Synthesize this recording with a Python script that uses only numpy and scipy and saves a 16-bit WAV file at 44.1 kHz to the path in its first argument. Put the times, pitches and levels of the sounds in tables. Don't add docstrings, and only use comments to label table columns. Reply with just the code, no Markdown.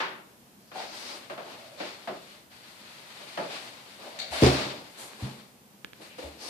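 import sys
import numpy as np
from scipy import signal
from scipy.fft import rfft, irfft
from scipy.io import wavfile

SR = 44100
rng = np.random.default_rng(int(sys.argv[2]) if len(sys.argv) > 2 else 0)


def persist_wave(psi):
    counts = np.round(np.clip(psi, -1, 1) * 32767).astype(np.int16)
    wavfile.write(sys.argv[1], SR, np.atleast_2d(counts).T)


N = 286209
T = np.arange(N) / SR
TAIL = T[:SR]


def amp(db):
    return 10 ** (np.asarray(db) / 20)


def unit(x):
    return x / np.sqrt(np.mean(x ** 2))


def hit_level(x, db):
    return x * amp(db) / np.sqrt(np.mean(x[:, :SR // 20] ** 2))


def curve_at(hz, points):
    freqs, values = np.transpose(points)
    return np.interp(np.log(hz + 1), np.log(freqs), values)


def through(x, response):
    return signal.fftconvolve(np.atleast_2d(x), np.atleast_2d(response), axes=-1)[:, :x.shape[-1]]


def colour(x, points, size=4096):
    gains = amp(curve_at(np.fft.rfftfreq(size, 1 / SR), points))
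    cepstrum = irfft(np.log(gains))
    cepstrum[1:size // 2] *= 2
    cepstrum[size // 2 + 1:] = 0
    return through(x, irfft(np.exp(rfft(cepstrum))))


def high_pass(x, hz, order):
    return signal.sosfilt(signal.butter(order, hz, "high", fs=SR, output="sos"), x)


def add(out, start_s, x):
    i = max(int(start_s * SR), 0)
    out[..., i:i + x.shape[-1]] += x[..., :N - i]


def wander(rate_hz):
    knots = rng.standard_normal(int(N / SR * rate_hz) + 2)
    return np.interp(T * rate_hz, np.arange(len(knots)), knots)


def envelope(start_s, length_s, rise_s, fall_db_per_s):
    rise = np.sin(np.pi / 2 * np.clip((T - start_s) / rise_s, 0, 1)) ** 2
    return rise * amp(-np.clip(fall_db_per_s * (T - start_s - length_s), 0, 200))


def ring(hz, fade_s):
    return np.sin(2 * np.pi * hz * TAIL) * np.exp(-np.log(1000) * TAIL / fade_s)


def stereo_noise(size, mismatch=0.14, mic_gap_s=0.00043):
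    alike = np.sinc(2 * np.fft.rfftfreq(size, 1 / SR) * mic_gap_s) / (1 + mismatch)
    mid, side = rfft(rng.standard_normal((2, size))) * np.sqrt([1 + alike, 1 - alike])
    return unit(irfft([mid + side, mid - side], size))


# freq_hz, fade_s
ROOM_FADES = [(100, 0.77), (400, 0.75), (1000, 0.52), (3000, 0.49), (6000, 0.44), (14000, 0.14)]
def room(direct=0.34):
    noise, hz = rfft(stereo_noise(SR)), np.arange(SR // 2 + 1)
    echo = 0
    for band_hz, fade_s in ROOM_FADES:
        band = curve_at(hz, [(f, f == band_hz) for f, _ in ROOM_FADES])
        echo = echo + irfft(noise * band) * np.exp(-np.log(1000) * TAIL / fade_s)
    echo = unit(echo) / np.sqrt(SR)
    echo[:, 0] += direct
    return echo / np.hypot(1, direct)


# freq_hz, level_db
AIR_TONE = [(25, -14), (70, -4), (130, -1), (300, 0), (500, -1.5), (750, -3.5), (1100, -6.5), (1800, -9.5),
            (4500, -13.5), (7000, -16), (14000, -15)]
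DRONE_TONE = [(50, -30), (85, -23), (130, 0), (165, -7), (200, 3.5), (240, -0.5), (300, -11), (500, -23)]
def house(air_db=-57.6, drone_db=-60):
    air = unit(colour(stereo_noise(N), AIR_TONE)) * amp(air_db)
    drone = unit(colour(stereo_noise(N), DRONE_TONE)) * amp(drone_db)
    return air + drone


# start_s, level_db, pitch_hz, hollow_db, contact_db, damping_per_s (sign ignored)
KNOCKS = [(0.001, -29.5, 940, -9.5, 3, 0), (0.714, -46, 680, -3, -0.5, -1),
          (0.756, -40, 744, -6.5, -29, -1), (1.297, -36.5, 680, -2.5, -3, 4.5),
          (1.376, -37, 704, -7.5, -5, 3.5), (1.801, -34, 565, -2, -3.5, 10),
          (2.073, -30.5, 683, -5, -7, 5.5), (3.202, -48.5, 636, -1.5, -18, 3),
          (3.373, -28, 670, -4.5, -6.5, 3), (4.064, -43, 594, -27, -22, 22), (5.996, -49, 508, 0.5, -10, 7),
          (6.183, -37, 480, -9, -16, 19), (6.226, -39, 480, -4.5, -18, 2.5)]
# pitch_multiple, level_db
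WOOD_TONE = [(.1, -73.5), (.25, -29.5), (.55, -8), (.8, -7), (1, -0.5), (1.3, -5), (1.8, -9.5),
             (2.6, -32.5), (5, -53)]
# freq_hz, level_db
HOLLOW_TONE = [(70, -51), (100, -34), (140, -0.5), (240, -4.5), (370, 6.5), (500, -12.5), (900, -51)]
CONTACT_TONE = [(600, -71), (1000, 3), (1700, 7.5), (2800, 3), (4500, -4), (6500, -17.5), (13000, -30)]
def wood_knocks(early_boost=0.087, early_s=0.15, attack_s=0.00086):
    out = np.zeros((2, N))
    for start_s, level_db, pitch_hz, hollow_db, contact_db, damping in KNOCKS:
        echo = room(direct=0.42) * (1 + early_boost * np.exp(-TAIL / early_s))
        echo *= np.exp(-abs(damping) * TAIL)
        echo *= 1 - np.exp(-TAIL / attack_s)
        wood = hit_level(colour(echo, [(k * pitch_hz, db) for k, db in WOOD_TONE]), -6)
        note = hit_level(through(echo, ring(pitch_hz, fade_s=0.039)), -14)
        hollow = hit_level(colour(echo, HOLLOW_TONE), hollow_db - 6)
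        contact = hit_level(colour(echo, CONTACT_TONE), contact_db - 5)
        add(out, start_s, amp(level_db) * (wood + note + hollow + contact))
    return out


def fibres(grain_db=0.5, flutter_db=1.12):
    return stereo_noise(N) * amp(grain_db * wander(900) + flutter_db * wander(35))


# start_s, length_s, level_db, swell_db_per_s
DRAGS = [(0.72, 1.63, -56.5, 2), (2.49, 1.185, -55, 8), (3.697, 1.71, -51.5, -1.5), (5.926, 0.73, -60.5, 9)]
# start_s, length_s, level_db, hiss_offset_db, panel_offset_db
STROKES = [(0.725, 0.1, -42, -10.5, -6), (0.784, 0.37, -45, -5, -6), (1.074, 0.052, -49.5, -17, 2),
           (1.405, 0.14, -50, -22, 1.5), (1.753, 0.12, -42, -23, -5), (3.478, 0.074, -41.5, -12.5, -6),
           (3.956, 0.14, -51.5, -6, 3), (4.29, 0.1, -34.5, -6, -8.5), (4.39, 0.085, -28, -6.5, -5),
           (4.473, 0.15, -32.5, -17, -7.5), (4.646, 0.039, -43, -27, 2), (4.958, 0.076, -46.5, 4, -3),
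           (5.162, 0.097, -47.5, -3, 0.5), (6.002, 0.032, -50.5, -3, -4), (6.172, 0.034, -47, -6, -7),
           (6.215, 0.023, -52.5, 0.5, -6), (6.356, 0.19, -45, -0.5, -0.5)]
def rubbing(tone, drag_offset_db, stroke_offsets_db, fall_db_per_s):
    power = np.zeros(N)
    for start_s, length_s, db, swell in DRAGS:
        level = amp(db + drag_offset_db + swell * np.clip(T - start_s, 0, length_s))
        power += (level * envelope(start_s, length_s, 0.038, fall_db_per_s)) ** 2
    for (start_s, length_s, db, *_), offset_db in zip(STROKES, stroke_offsets_db):
        rise_s = 0.63 * length_s
        power += (amp(db + offset_db) * envelope(start_s, length_s, rise_s, fall_db_per_s)) ** 2
    return unit(colour(fibres(), tone)) * np.sqrt(power)


# freq_hz, level_db
RUB_TONE = [(400, -24), (750, -6), (1100, -2), (1600, -1.5), (2300, -0.5), (3200, -2.5), (4500, -1.5),
            (5300, -8), (6200, -12.5), (9000, -19.5), (13000, -45)]
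HISS_TONE = [(4000, -31), (6000, -4), (8500, 0.5), (11000, -3.5), (14500, -15.5)]
PANEL_TONE = [(70, -29), (130, -35), (220, -3), (380, -1.5), (590, -2.5), (800, -0.5), (1200, -5.5),
              (2200, -30.5)]
def jumper_rustle():
    *_, hiss_offsets_db, panel_offsets_db = np.transpose(STROKES)
    rub = rubbing(RUB_TONE, 0, np.zeros(len(STROKES)), fall_db_per_s=125)
    hiss = rubbing(HISS_TONE, -6.5, hiss_offsets_db, fall_db_per_s=133)
    panel = rubbing(PANEL_TONE, -8, panel_offsets_db, fall_db_per_s=88)
    return amp(1.5) * rub + amp(-3.5) * hiss + panel


# start_s, length_s, pitch_hz, glide_hz_per_s, level_db
SQUEAKS = [(0.742, 0.051, 687.6, 3000, -35.5), (1.577, 0.21, 670, -400, -54), (4.146, 0.13, 648.4, 8, -50),
           (4.314, 0.042, 699, -1000, -33), (4.396, 0.019, 670, -1000, -37)]
def squeaks(jitter=0.12, overtone_db=-16, shake_db=4):
    out = 0
    for start_s, length_s, hz, glide, db in SQUEAKS:
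        pitch_hz = hz + glide * np.clip(T - start_s, 0, length_s)
        pitch_hz *= 1 + jitter * wander(400)
        phase = 2 * np.pi * np.cumsum(pitch_hz) / SR
        wave = np.sin(phase) + amp(overtone_db) * np.sin(2 * phase)
        level = amp(db + shake_db * wander(140))
        out = out + wave * level * envelope(start_s, length_s, rise_s=0.015, fall_db_per_s=450)
    return through(out, room(direct=1.08))


# peak_s, level_db, rise_s, fall_s, centre_hz
SWISHES = [(1.11, -46, .2, 0.044, 5000), (3.54, -47, 0.014, 0.045, 2780), (6.125, -54, .03, 0.033, 2590),
           (6.47, -42, 0.043, .05, 5070)]
# centre_multiple, level_db
SWISH_TONE = [(.4, -28), (.7, -10), (.88, -1), (1.08, -3.5), (1.25, -9), (2, -46)]
def sleeve_swishes():
    out, noise = np.zeros((2, N)), fibres()
    for peak_s, level_db, rise_s, fall_s, centre_hz in SWISHES:
        width_s = np.where(T < peak_s, rise_s, fall_s)
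        swell = np.exp(-0.5 * ((T - peak_s) / width_s) ** 2)
        tone = [(k * centre_hz, db) for k, db in SWISH_TONE]
        out += amp(level_db) * swell * unit(colour(noise, tone))
    return out


def friction_bursts(events, tone, decay_s, direct):
    out = np.zeros((2, N))
    for start_s, db in events:
        burst = stereo_noise(SR) * np.exp(-TAIL / decay_s)
        echoed = through(burst, room(direct))
        add(out, start_s, hit_level(colour(echoed, tone), db))
    return out


# start_s, level_db
SCUFF_CATCHES = [(4.189, -36.5), (4.198, -33), (4.217, -36)]
# freq_hz, level_db
SCUFF_TONE = [(900, -13), (2200, 2), (3000, -4.5), (3700, 4), (4500, 8), (5200, -9), (7000, -7),
              (12000, -24)]
def scuff():
    return amp(-5) * friction_bursts(SCUFF_CATCHES, SCUFF_TONE, decay_s=0.0067, direct=1.0)


# start_s, level_db, contact_ms, deepest_note_boost_db
LANDINGS = [(4.304, -38, 5.4, 20.5), (4.4214, 0, 1.85, 6), (4.4306, -4, 1.46, -4), (4.445, -2.5, 5.2, -9),
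            (4.463, -1, 1.9, -25), (4.659, -24, 1.85, -14), (5.221, -7.5, 5.1, -24),
            (5.257, -24.5, 2.9, -9), (6.232, -42, 12, 31)]
# pitch_hz, level_db, fade_s
FLOOR_NOTES = [(72, -5, 0.34), (132.1, 1.5, 0.37), (202, -12, 0.89), (228.6, -6, 0.49), (269.6, -3.5, 0.34),
               (285.6, -9, 0.53), (325, -3.5, 0.16), (365, 1, 0.29), (419, 1, 0.42), (487, -4, 0.3),
               (565, -12, 0.78), (661, -7, 0.51), (740, -4, 0.37)]
def floor_thumps(punch_cycles=0.588, right_delay_s=0.00017):
    out = np.zeros((2, N))
    # freq_hz, level_db
    boards = [(35, -34), (70, -10), (115, -4.5), (180, 2), (400, 8), (700, 2), (1100, -18), (4000, -37)]
    for start_s, level_db, contact_ms, deep_db in LANDINGS:
        push = np.hanning(int(contact_ms * SR / 1000) + 3)
        punch = ring(punch_cycles * 1000 / contact_ms, fade_s=0.058)
        notes = sum(amp(db + deep_db * (hz < 100)) * (-1) ** k * ring(hz, fade_s)
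                    for k, (hz, db, fade_s) in enumerate(FLOOR_NOTES))
        boom = amp(-11) * punch + amp(-19) * notes
        stereo_boom = np.array([boom, np.interp(TAIL - right_delay_s, TAIL, boom)])
        burst = stereo_noise(SR) * np.exp(-TAIL / 0.013)
        thud = hit_level(colour(burst, boards), -21)
        walls = hit_level(colour(room(), boards), -27)
        add(out, start_s, amp(level_db) * through(stereo_boom + thud + walls, push / push.sum()))
    return out


# start_s, level_db
SNAPS = [(4.4355, -20.5), (4.464, -24.5)]
# freq_hz, level_db
SNAP_TONE = [(300, -20), (700, 7.5), (2000, -11), (3000, -11), (5200, -4), (6500, -10.5), (13000, -44)]
def snaps():
    return amp(-5) * friction_bursts(SNAPS, SNAP_TONE, decay_s=0.00046, direct=0.93)


# start_s, level_db
CLICKS = [(5.1337, -38), (5.8465, -25), (5.933, -35)]
# pitch_hz, level_db, fade_s
CASE_NOTES = [(450, -8.5, 0.018), (1720, -10, 0.014), (2360, 1.5, 0.0024), (3220, 0.5, 0.0025),
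              (4600, -34, .003)]
def case_clicks(left_db=-2, right_db=3, echo_db=-11, right_delay_s=0.0002):
    out = np.zeros((2, N))
    tick = sum(amp(db) * ring(hz, fade_s) for hz, db, fade_s in CASE_NOTES)
    for start_s, db in CLICKS:
        add(out[0], start_s, amp(db + left_db) * tick)
        add(out[1], start_s + right_delay_s, -amp(db + right_db) * tick)
    return out + amp(echo_db) * through(out[0], room(direct=0))


# centre_hz, width_hz, added_gain
CORNER_BANDS = [(578, 59, 0.98), (869, 15, 0.48), (1456, 19, 0.25), (1682, 6.8, 0.24), (2360, 10, 0.092),
                (3620, 8.5, 1)]
def corner(x):
    return x + sum(gain * signal.lfilter(*signal.iirpeak(hz, hz / width_hz, fs=SR), x)
                   for hz, width_hz, gain in CORNER_BANDS)


# freq_hz, left_minus_right_db
LEFT_LEAD = [(300, -0.5), (700, 1), (1200, 1), (2600, 4.5), (4300, 6.5), (7000, 4), (12000, -2.5)]
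def shading(x):
    left = colour(x[0], [(hz, db / 2) for hz, db in LEFT_LEAD])
    right = colour(x[1], [(hz, -db / 2) for hz, db in LEFT_LEAD])
    return np.vstack([left, right])


def scene():
    slips = scuff() + snaps()
    wood_and_cloth = high_pass(wood_knocks() + jumper_rustle(), 145, order=4)
    light_sounds = wood_and_cloth + sleeve_swishes() + slips + squeaks()
    child = amp(-0.32) * corner(light_sounds) + floor_thumps()
    return shading(child) + case_clicks() + house()


def record(dry):
    clipped = np.clip(high_pass(dry, 55, order=6), -1, 1)
    treble_cut = signal.ellip(10, 0.2, 80, 14550, fs=SR, output="sos")
    return signal.sosfilt(treble_cut, clipped)


dry = scene()
out = record(dry)
persist_wave(out)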